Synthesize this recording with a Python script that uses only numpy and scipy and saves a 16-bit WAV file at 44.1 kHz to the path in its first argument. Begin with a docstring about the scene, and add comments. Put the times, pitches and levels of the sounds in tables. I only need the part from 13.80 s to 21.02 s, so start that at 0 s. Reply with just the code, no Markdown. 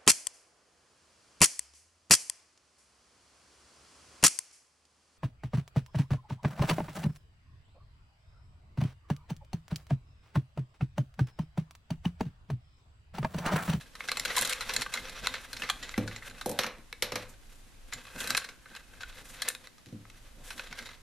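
"""At a wooden desk in a small, quiet room, coloured pencils are shuffled into a soft pencil case.
The wooden barrels scrape in many tiny slips and ring briefly when they knock together, while
the fabric rustles and the case bumps against the hand. Loose pencils and an eraser are picked up,
and each tap makes the desk top boom and ring. Under it all lie a low rumble and a faint hiss."""
import sys
import numpy as np
from scipy import signal
from scipy.fft import rfft, irfft, next_fast_len
from scipy.io import wavfile
from scipy.ndimage import map_coordinates

SR = 44100
rng = np.random.default_rng(int(sys.argv[2]) if len(sys.argv) > 2 else 0)


def log_audio(samples):
    """Write samples as a 16-bit WAV file to the path given in sys.argv[1]."""
    # one column per channel
    frames = np.atleast_2d(samples).T
    # limit to full scale, then quantise
    limited = np.clip(frames, -1, 1)
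    pcm = np.round(limited * 32767).astype(np.int16)
    wavfile.write(sys.argv[1], SR, pcm)


N = 318381

# How loud the room's rumble is. Each row: time in seconds, level in dB.
RUMBLE_LEVELS = [(0, -61), (.5, -55.5), (1.43, -50.5), (1.871, -57), (2.2, -51), (2.9, -57.5),
                 (4.12, -54.5), (4.85, -63), (5.3, -52), (6.05, -70), (6.33, -55), (7.22, -57)]
# The tone of four noises. Each row: frequency in Hz, relative level in dB.
RUMBLE_TONE = [(15, -16.5), (26, 3), (33, -10), (50, -7.5), (70, -21.5), (110, -15), (250, -66)]
HISS_TONE = [(30, 1.5), (110, -6.5), (250, -5.5), (400, -11.5), (900, -13.5), (2000, -14.5), (6000, -19),
             (14000, -23)]
FABRIC_TONE = [(2500, -11), (5000, -4), (7000, -0.5), (10500, -2.5), (14000, -3)]
BUMP_TONE = [(40, -2), (90, -3.5), (150, -3), (235, 2.5), (340, -8), (520, -6), (900, -12.5), (2000, -38)]
# How hard the hands work as they shake the pencils down, put the case aside, push in the loose pencils,
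# add the eraser and close the case. Each row: time in seconds, effort in dB.
HAND_EFFORT = [(0, -48), (0.099, -66), (.29, -45), (.43, -48), (.59, -35), (.73, -38.5), (0.779, -48),
               (.88, -40), (1.01, -41), (1.089, -52), (1.16, -40), (1.35, -50), (1.48, -43), (1.62, -50),
               (1.869, -45.5), (1.99, -51), (2.5, -52), (2.85, -55.5), (3.032, -80), (3.42, -51),
               (3.58, -72), (3.75, -64), (4.03, -72), (4.16, -51.5), (4.32, -53), (4.42, -38.5),
               (4.56, -38), (4.619, -53.5), (4.7, -50.5), (4.781, -74), (4.96, -52), (5.051, -66),
               (5.22, -52.5), (5.58, -53), (5.66, -43), (5.77, -64), (5.85, -57), (5.93, -85), (6.2, -78),
               (6.4, -61), (6.56, -64.5), (6.75, -47), (6.881, -53), (7.01, -47), (7.22, -68)]
# Where the bundle of pencils and the hollow of the case ring.
# Each row: pitch in Hz, width in Hz, relative level in dB.
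BUNDLE_RINGS = [(506.5, 26, -6), (710, 150, -26), (1300, 490, -14.5), (1540, 93, -6.5), (1785, 37, -9),
                (2071, 147, -5.5), (2578, 79, -5.5), (3210, 780, -16.5), (3740, 380, -19.5), (5540, 41, -8),
                (7070, 200, -5.5), (8900, 1600, -21)]
CASE_RINGS = [(1620, 360, -2), (2590, 240, -3)]
# How deep in the case the barrels slide. Each row: time in seconds, depth from 0 (outside) to 1 (inside).
CASE_DEPTH = [(0, 0), (2.6, 0.27), (4.15, 0.15), (4.55, 0.74), (5.4, 0.2), (7.22, 0.02)]
# The fabric drags along the pencils, and the case bumps the hand.
# Each row: time of the peak in seconds, half length in seconds, level in dB.
FABRIC_SWISHES = [(.62, .08, -51), (3.5, 0.014, -55), (3.75, 0.086, -69), (4.413, 0.044, -47.5),
                  (5.502, 0.037, -52.5), (6.715, 0.062, -54)]
CASE_JOLTS = [(.58, 0.027, -61), (4.365, 0.012, -47), (4.55, 0.031, -55), (5.16, 0.042, -65),
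              (5.66, 0.013, -53), (6.63, 0.054, -59)]
# The borders in Hz of five ranges, from low to high: thud, knock, wood, click and snap.
RANGE_EDGES = [74, 350, 900, 2800, 6500, 14500]
# An average clack: its relative levels in dB in the wood, click and snap ranges.
CLACK_TONE = [0, -1.25, -8]
# The main knocks of pencil on pencil. Each row: start in seconds, level in dB, hardness in dB per octave,
# pitch of the struck barrel in Hz, seconds for the chatter to fade by 60 dB.
PENCIL_CLACKS = [(0.152, -44.5, -1, 1270, 0.083), (0.2057, -32.5, -11, 2190, 0.022),
                 (0.2854, -30, -3.5, 1600, 0.043), (.291, -32, -2, 2080, .04),
                 (.316, -29, 0.5, 4120, 0.042), (.37, -33, 1.5, 2040, 0.067), (.396, -34, 3.5, 2130, 0.04),
                 (0.45, -31.5, 0.5, 1570, 0.063), (.455, -32, 0.5, 1530, 0.07),
                 (0.5008, -36, -5, 1950, 0.12), (0.5645, -46, 8.5, 1100, 0.16), (.57, -31, -8, 995, 0.16),
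                 (.581, -34, 5.5, 2120, 0.052), (.589, -38, 6, 7040, 0.036), (.611, -49, 11.5, 10600, .034),
                 (0.621, -52, 12, 1100, .032), (.651, -50.5, 9.5, 6960, 0.066),
                 (0.6736, -45, 7, 2060, 0.032), (.694, -45.5, 7.5, 1530, 0.12),
                 (.725, -35, 1.5, 2090, 0.06), (.732, -32.5, 2, 2400, .024), (.807, -35.5, 0.5, 2040, 0.12),
                 (.893, -34.5, -1, 2520, 0.054), (0.9631, -29, 3, 4200, 0.036),
                 (1.018, -32.5, 1.5, 2120, 0.065), (1.062, -34.5, -19, 1177, .02),
                 (1.1379, -33.5, 2, 2100, 0.081), (1.173, -35, -3, 2080, 0.058),
                 (1.459, -36.5, -2, 2130, 0.054), (1.47, -25, 0, 4020, 0.025),
                 (1.539, -37, -1, 1770, 0.078), (1.73, -40.5, 2, 1560, 0.065),
                 (1.82, -31.5, -4, 2800, 0.041), (1.833, -37.5, -3, 2050, 0.16),
                 (1.89, -35, -2, 1720, 0.038), (1.8982, -26.5, 0.4, 3310, 0.054),
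                 (2.026, -42.5, -1, 1920, 0.2), (2.092, -40, -1, 2100, 0.022), (2.14, -35, -7, 1530, 0.04),
                 (2.276, -38, -2, 1656, 0.095), (2.3113, -42.5, -8, 2090, 0.041),
                 (2.361, -40.5, -0.5, 7160, 0.068), (2.422, -43, -19, 1840, .09),
                 (2.51, -50, -1, 1570, 0.045), (2.611, -40.5, 0, 1260, 0.078),
                 (3.1269, -37, -1.5, 2160, 0.021), (4.124, -40, -2.5, 2120, 0.085),
                 (4.133, -43.5, 4, 1660, 0.078), (4.359, -46, -3, 1420, 0.071),
                 (4.403, -44, 5, 3620, 0.081), (4.473, -42, 4.5, 1560, .08),
                 (4.504, -27.5, 1.5, 1560, 0.062), (4.548, -25.5, -2.5, 1670, 0.043),
                 (4.568, -41, 6, 1760, 0.088), (4.575, -29, 3, 1630, 0.031), (4.643, -45, 0.5, 1580, 0.098),
                 (4.688, -43, -2, 1515, 0.1), (4.857, -50, -8.5, 1530, .08), (4.95, -46, -0.5, 4100, .04),
                 (4.963, -46.5, 1, 1640, 0.045), (5.206, -44.5, -3, 1510, 0.15),
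                 (5.232, -39, -3.5, 1470, 0.044), (5.6191, -34, 3, 1720, 0.064),
                 (5.679, -36, -1.5, 1820, 0.064), (5.686, -45.5, 11.5, 2550, .022),
                 (5.701, -38, -4, 1520, 0.04), (5.749, -42.5, 1.5, 3820, .026), (5.8712, -47, 0, 4000, .02),
                 (5.981, -58, 0, 1250, 0.035), (6.059, -57.5, 2, 2700, 0.026),
                 (6.252, -51.5, -13, 1300, 0.016), (6.299, -52.5, 0.5, 2650, 0.044),
                 (6.704, -41.5, 0, 1550, 0.082), (6.794, -34.5, -4, 1620, 0.049),
                 (6.926, -38.5, -3.5, 2170, 0.06), (6.987, -39.5, -1.5, 1580, 0.11),
                 (7.089, -45.5, -3.5, 1670, 0.095)]
# Taps on the desk. Each row: start in seconds, level in dB, hardness in dB per octave, kind of contact.
DESK_TAPS = [(2.177, -27.5, -0.5, "hand"), (2.659, -32.5, -.5, "tip"), (2.693, -36, .5, "tip"),
             (2.714, -38.5, 0, "tip"), (2.789, -30, 1, "barrel"), (2.814, -51, 2, "barrel"),
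             (2.834, -34.5, 2.5, "rebound"), (2.842, -34, -3, "rebound"), (2.864, -42, 0, "barrel"),
             (2.983, -53, 0.5, "hand"), (3.2228, -32, 2, "barrel"), (3.32, -39.5, -1, "barrel"),
             (3.356, -36, 0, "barrel"), (6.066, -49.5, 0.5, "eraser"), (6.086, -53, 1, "eraser"),
             (6.125, -49.5, -2.5, "eraser")]
# The tone of each kind of contact. Each entry: relative levels in dB in the five ranges, thud to snap.
CONTACT_TONES = {"hand": (0.5, -12.5, -11.5, -17.5, -19.5), "tip": (-6.5, -1, -18, -14, -7.5),
                 "barrel": (-10, -3, -1, -3, -9.5), "rebound": (-22, -30, -3.5, -10, -21),
                 "eraser": (-1, -25, -20, -16, -27)}
# The desk top's low notes. Each row: pitch in Hz, relative level in dB, seconds to fade by 60 dB.
DESK_NOTES = [(107.3, 0, 0.48), (180, -6, 0.41), (212, 5, 0.25), (230, 8.5, 0.12), (293, -0.5, .22),
              (402, -16, 0.096), (466, -6, 0.25), (504, 10, 0.23), (576, 0, 0.33)]
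# The thin ring of a loose pencil on the desk. Each row: pitch in Hz, width in Hz, relative level in dB.
LOOSE_PENCIL_RINGS = [(4080, 200, 5), (5720, 120, 1), (10200, 200, 7), (11800, 400, 13)]
# How long the desk and the room ring on. Each row: frequency in Hz, seconds to fade by 60 dB.
DESK_FADE = [(100, 0.37), (500, 0.4), (2000, 0.38), (5000, 0.19), (12000, 0.12)]
ROOM_FADE = [(200, 0.48), (2000, 0.31), (6000, 0.27), (13000, 0.21)]
# Stereo width. Sounds are built as mid (what left and right share) and side (how they differ).
# Each row: frequency in Hz, gain of the side in dB.
STEREO_WIDTH = [(60, -14), (200, -21.5), (700, -19.5), (1400, -22.5), (2800, -15), (5500, -6.5),
                (10000, -2.5), (14000, -4)]
# How the microphones soften the treble. Each row: frequency in Hz, gain in dB.
MICROPHONE_TONE = [(10500, 0), (12000, -2.5), (14000, -5.5)]

USUAL_EFFORT_DB, FABRIC_DB, BUMP_DB = -44.5, -54.5, -57  # the usual effort and the base levels it gives
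FABRIC_GROWS, BUMP_GROWS = 0.83, 0.72  # dB gained for each extra dB of effort
CLINK_HZ, CLINK_SPREAD = 4020, 0.013  # the high bending note all pencils share; it varies by about 1.3%
TREBLE_LIMIT_HZ = 14300


def amp(db):
    """Turn decibels into a number to multiply by."""
    return 10 ** (np.asarray(db) / 20)


def unit(x):
    """Scale each channel to an average (rms) size of 1."""
    return x / np.sqrt(np.mean(x ** 2, axis=-1, keepdims=True) + 1e-20)


def at_pitch(rows, hz):
    """Read between (Hz, value) rows, giving each octave about the same room."""
    pitches, values = np.transpose(rows)
    return np.interp(np.log(hz + 1), np.log(pitches + 1), values)


def over_time(rows):
    """Join (seconds, value) rows with straight lines, one value for each sample."""
    return np.interp(np.arange(N) / SR, *np.transpose(rows))


def wobble(rate):
    """A smooth curve through `rate` random points a second."""
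    return map_coordinates(rng.standard_normal(int(N * rate / SR) + 4), [np.arange(N) * rate / SR])


def filtered(x, response):
    """Multiply each frequency in x by response(hz)."""
    length = x.shape[-1]
    padded = next_fast_len(length + SR // 10)
    return irfft(rfft(x, padded) * response(np.fft.rfftfreq(padded, 1 / SR)), padded)[..., :length]


def noise(tone):
    """Mid and side noise with the given tone, at an average size of 1."""
    return unit(filtered(rng.standard_normal((2, N)), lambda hz: amp(at_pitch(tone, hz))))


def resonances(rings, hz):
    """How an object answers each frequency, given the (pitch, width, dB) rows at which it rings."""
    return sum(amp(db) * 1j * hz * width / (pitch * pitch - hz * hz + 1j * hz * width)
               for pitch, width, db in rings)


def band(x, low_hz, high_hz):
    """Keep the sound between two frequencies."""
    return signal.sosfilt(signal.butter(5, [low_hz, high_hz], btype="band", fs=SR, output="sos"), x)


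def set_ranges(x, edges, levels_db, span_s):
    """Scale each frequency range so that its first span_s seconds have the wanted level."""
    parts = [band(x, low, high) for low, high in zip(edges, edges[1:])]
    return sum(amp(db) * part / part[:, :int(span_s * SR)].std(axis=1, keepdims=True)
               for part, db in zip(parts, levels_db))


def tilted(tone, hardness_db):
    """Tip a tone's levels around the wood range: a harder contact has more treble and less bass."""
    centres = np.sqrt(np.multiply(RANGE_EDGES[:-1], RANGE_EDGES[1:]))
    octaves = np.log2(centres / centres[2])
    return np.array(tone) + hardness_db * octaves[-len(tone):]


def swell(t, attack_s):
    """A quick rise from 0 to 1, as a contact builds up."""
    return 1 - np.exp(-t / attack_s)


def fade(t, t60):
    """A smooth fall of 60 dB every t60 seconds."""
    return np.exp(-np.log(1000) * t / t60)


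def tail(fade_times):
    """Half a second of dense ringing: noise in which each frequency dies at its own speed."""
    hz, t, spectrum = signal.stft(rng.standard_normal((2, SR // 2)), SR, nperseg=256)
    dying = spectrum * amp(-60 * t / at_pitch(fade_times, hz)[:, None])
    return signal.istft(dying, SR, nperseg=256)[1][:, :SR // 2]


def surges(rows):
    """A smooth rise and fall of gain for each (peak time, half length, dB) row."""
    t = np.arange(N) / SR
    return sum(amp(db) * np.exp(-((t - peak_s) / half_s) ** 2) for peak_s, half_s, db in rows)


def add(track, start_s, sound):
    """Mix a sound into the track at its start time."""
    part = track[:, max(round(start_s * SR), 0):][:, :sound.shape[1]]
    part += sound[:, :part.shape[1]]


def rumble_and_hiss(hiss_db=-61.5, hiss_side_db=-2, rumble_side_db=-10):
    """The room's low rumble, nearly alike at both microphones, and their own faint hiss."""
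    rumble = amp(over_time(RUMBLE_LEVELS)) * noise(RUMBLE_TONE)
    hiss = amp(hiss_db) * noise(HISS_TONE)
    return np.array([rumble[0] + hiss[0], amp(rumble_side_db) * rumble[1] + amp(hiss_side_db) * hiss[1]])


def slips(per_second, spread_db):
    """Wood slips on wood in tiny clicks of random size, at random moments."""
    size = amp(spread_db * np.minimum(rng.exponential(size=N), 3))
    slipping = rng.random(N) < per_second / SR
    return unit(slipping * size * rng.standard_normal((2, N)))


def bundle_rings(detune, vary_db):
    """The bundle rings a little differently with each grip and point of contact."""
    return [(hz * (1 + rng.normal(0, detune)), width, db + rng.normal(0, vary_db))
            for hz, width, db in BUNDLE_RINGS]


def scraping(direct=0.23, swing_db=5.0, pairs=4):
    """Pairs of barrels take turns slipping, each with its own ring; inside the case they sound hollow."""
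    total = 0
    for _ in range(pairs):
        rings = bundle_rings(detune=0.035, vary_db=6)
        clicks = slips(per_second=1800, spread_db=-0.5)
        scrape = filtered(clicks, lambda hz: direct + resonances(rings, hz))
        total = total + amp(swing_db * wobble(30)) * scrape
    outside = unit(band(total, 392, 5000))
    inside = unit(filtered(outside, lambda hz: resonances(CASE_RINGS, hz)))
    depth = np.clip(over_time(CASE_DEPTH), 0, 1)
    return (1 - depth) * outside + depth * inside


def handling(scrape_db=-0.9, jerk_db=3.5):
    """One effort of the hands makes the barrels scrape, the fabric rustle and the case bump softly."""
    effort_db = over_time(HAND_EFFORT)
    extra_db = effort_db - USUAL_EFFORT_DB
    jerks_db = jerk_db * wobble(70)  # the sliding catches and lets go
    barrels = amp(effort_db + scrape_db + jerks_db) * scraping()
    fabric_gain = amp(FABRIC_DB + FABRIC_GROWS * extra_db) + surges(FABRIC_SWISHES)
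    fabric = fabric_gain * amp(jerks_db) * noise(FABRIC_TONE)
    bump_gain = amp(BUMP_DB + BUMP_GROWS * extra_db) + surges(CASE_JOLTS)
    bumps = bump_gain * amp(4.6 * wobble(25)) * noise(BUMP_TONE)
    return barrels + fabric + bumps


def clack(levels_db, barrel_hz, clink_hz, t60,
          blow=11, crack_db=8, crack_share=0.19, rebound=0.35, barrel_db=5, clink_db=-4.0):
    """A hard hit, a quick rebound and a dying chatter make one barrel and its neighbours ring."""
    t = np.arange(SR // 10) / SR
    since_rebound = t - rng.uniform(.001, .0035)
    contact_s = crack_share * t60  # square blows are brief, glancing ones drag and chatter on
    crack = fade(t, contact_s) + rebound * (since_rebound > 0) * fade(np.abs(since_rebound), contact_s)
    strength = swell(t, attack_s=contact_s / 8) * (fade(t, t60) + amp(crack_db) * crack)
    force = strength * rng.standard_normal((2, len(t)))
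    force[:, SR // 1000] += blow * rng.choice([-1, 1], size=2)  # the full blow follows the first touch
    clink_width = 110 + (clink_hz / 300) ** 2  # wider means shorter: wood damps high notes much faster
    rings = bundle_rings(detune=0.025, vary_db=6.0)
    rings += [(barrel_hz, barrel_hz / 20, barrel_db), (clink_hz, clink_width, clink_db)]
    ringing = filtered(force, lambda hz: .2 + resonances(rings, hz))
    low_db = levels_db[0] - 19  # light barrels give off little sound below their bending notes
    return set_ranges(ringing, [390] + RANGE_EDGES[2:], [low_db, *levels_db], span_s=0.0036)


def jostling(offset_db=-1.5, vary_db=2.1, hardness_db=0.4,
             barrel_hz=1900, pitch_spread=0.225, t60=0.081, count=36):
    """Pencils jostle in small random clacks, closer together and louder when the hands work harder."""
    track, effort_db = np.zeros((2, N)), over_time(HAND_EFFORT)
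    work_done = np.cumsum(amp(effort_db / 2))
    # one clack falls somewhere in each equal share of the work
    starts = np.searchsorted(work_done, work_done[-1] * (np.arange(count) + rng.random(count)) / count)
    for start, (size, hardness, pitch) in zip(starts, rng.standard_normal((count, 3))):
        tone = tilted(CLACK_TONE, hardness_db + 2 * hardness)
        levels_db = effort_db[start] + offset_db + vary_db * size + tone
        add(track, start / SR, clack(levels_db, barrel_hz * np.exp(pitch_spread * pitch), CLINK_HZ, t60))
    return track


def pencil_clacks():
    """Pencils knock against each other in the hand and in the case."""
    track = np.zeros((2, N))
    for start_s, db, hardness_db, barrel_hz, t60 in PENCIL_CLACKS:
        clink_hz = CLINK_HZ * np.exp(CLINK_SPREAD * rng.normal())
        add(track, start_s, clack(db + tilted(CLACK_TONE, hardness_db), barrel_hz, clink_hz, t60))
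    return track


def desk_taps(blow_t60=0.034, crack_db=6, crack_t60=0.0041, wash_db=-16, boom_db=-29.0):
    """Each tap is a short blow; the desk top then booms in low notes and a dense wash of higher ones."""
    track, t = np.zeros((2, N)), np.arange(SR // 2) / SR
    for start_s, tap_db, hardness_db, contact in DESK_TAPS:
        blow = (fade(t, blow_t60) + amp(crack_db) * fade(t, crack_t60)) * rng.standard_normal((2, len(t)))
        wash = filtered(amp(wash_db) * tail(DESK_FADE), lambda hz: 1 + resonances(LOOSE_PENCIL_RINGS, hz))
        boom = 0
        for hz, db, t60 in DESK_NOTES:
            strength = amp(db + rng.normal(0, 2)) * fade(t, t60)
            boom = boom + strength * np.sin(2 * np.pi * (hz * t + rng.random((2, 1))))
        tap = swell(t, attack_s=0.00098) * (blow + wash + amp(boom_db) * boom)
        levels_db = tap_db + tilted(CONTACT_TONES[contact], hardness_db)
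        add(track, start_s, set_ranges(tap, RANGE_EDGES, levels_db, span_s=0.022))
    return track


def room_echo(x, echo_db=-13, delay_s=.006):
    """Nearby walls send the sound back after a few milliseconds."""
    echo = np.pad(tail(ROOM_FADE), ((0, 0), (int(delay_s * SR), 0)))
    return amp(echo_db) * signal.fftconvolve(x[:1], echo / np.linalg.norm(echo[0]), axes=1)[:, :N]


def scene():
    """All the sounds reach two close microphones, left and right, which differ mostly in the treble."""
    near = pencil_clacks() + desk_taps() + handling() + jostling()
    mid, side = near + room_echo(near)
    side = filtered(side, lambda hz: amp(at_pitch(STEREO_WIDTH, hz)))
    mid, side = np.array([mid, side]) + rumble_and_hiss()
    return np.array([mid + side, mid - side])


def record(dry):
    """The microphones soften the highest treble, and the sound is cut off steeply above its limit."""
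    return filtered(dry, lambda hz: amp(at_pitch(MICROPHONE_TONE, hz))
                    / np.sqrt(1 + (hz / TREBLE_LIMIT_HZ) ** 240))


dry = scene()
out = record(dry)
log_audio(out)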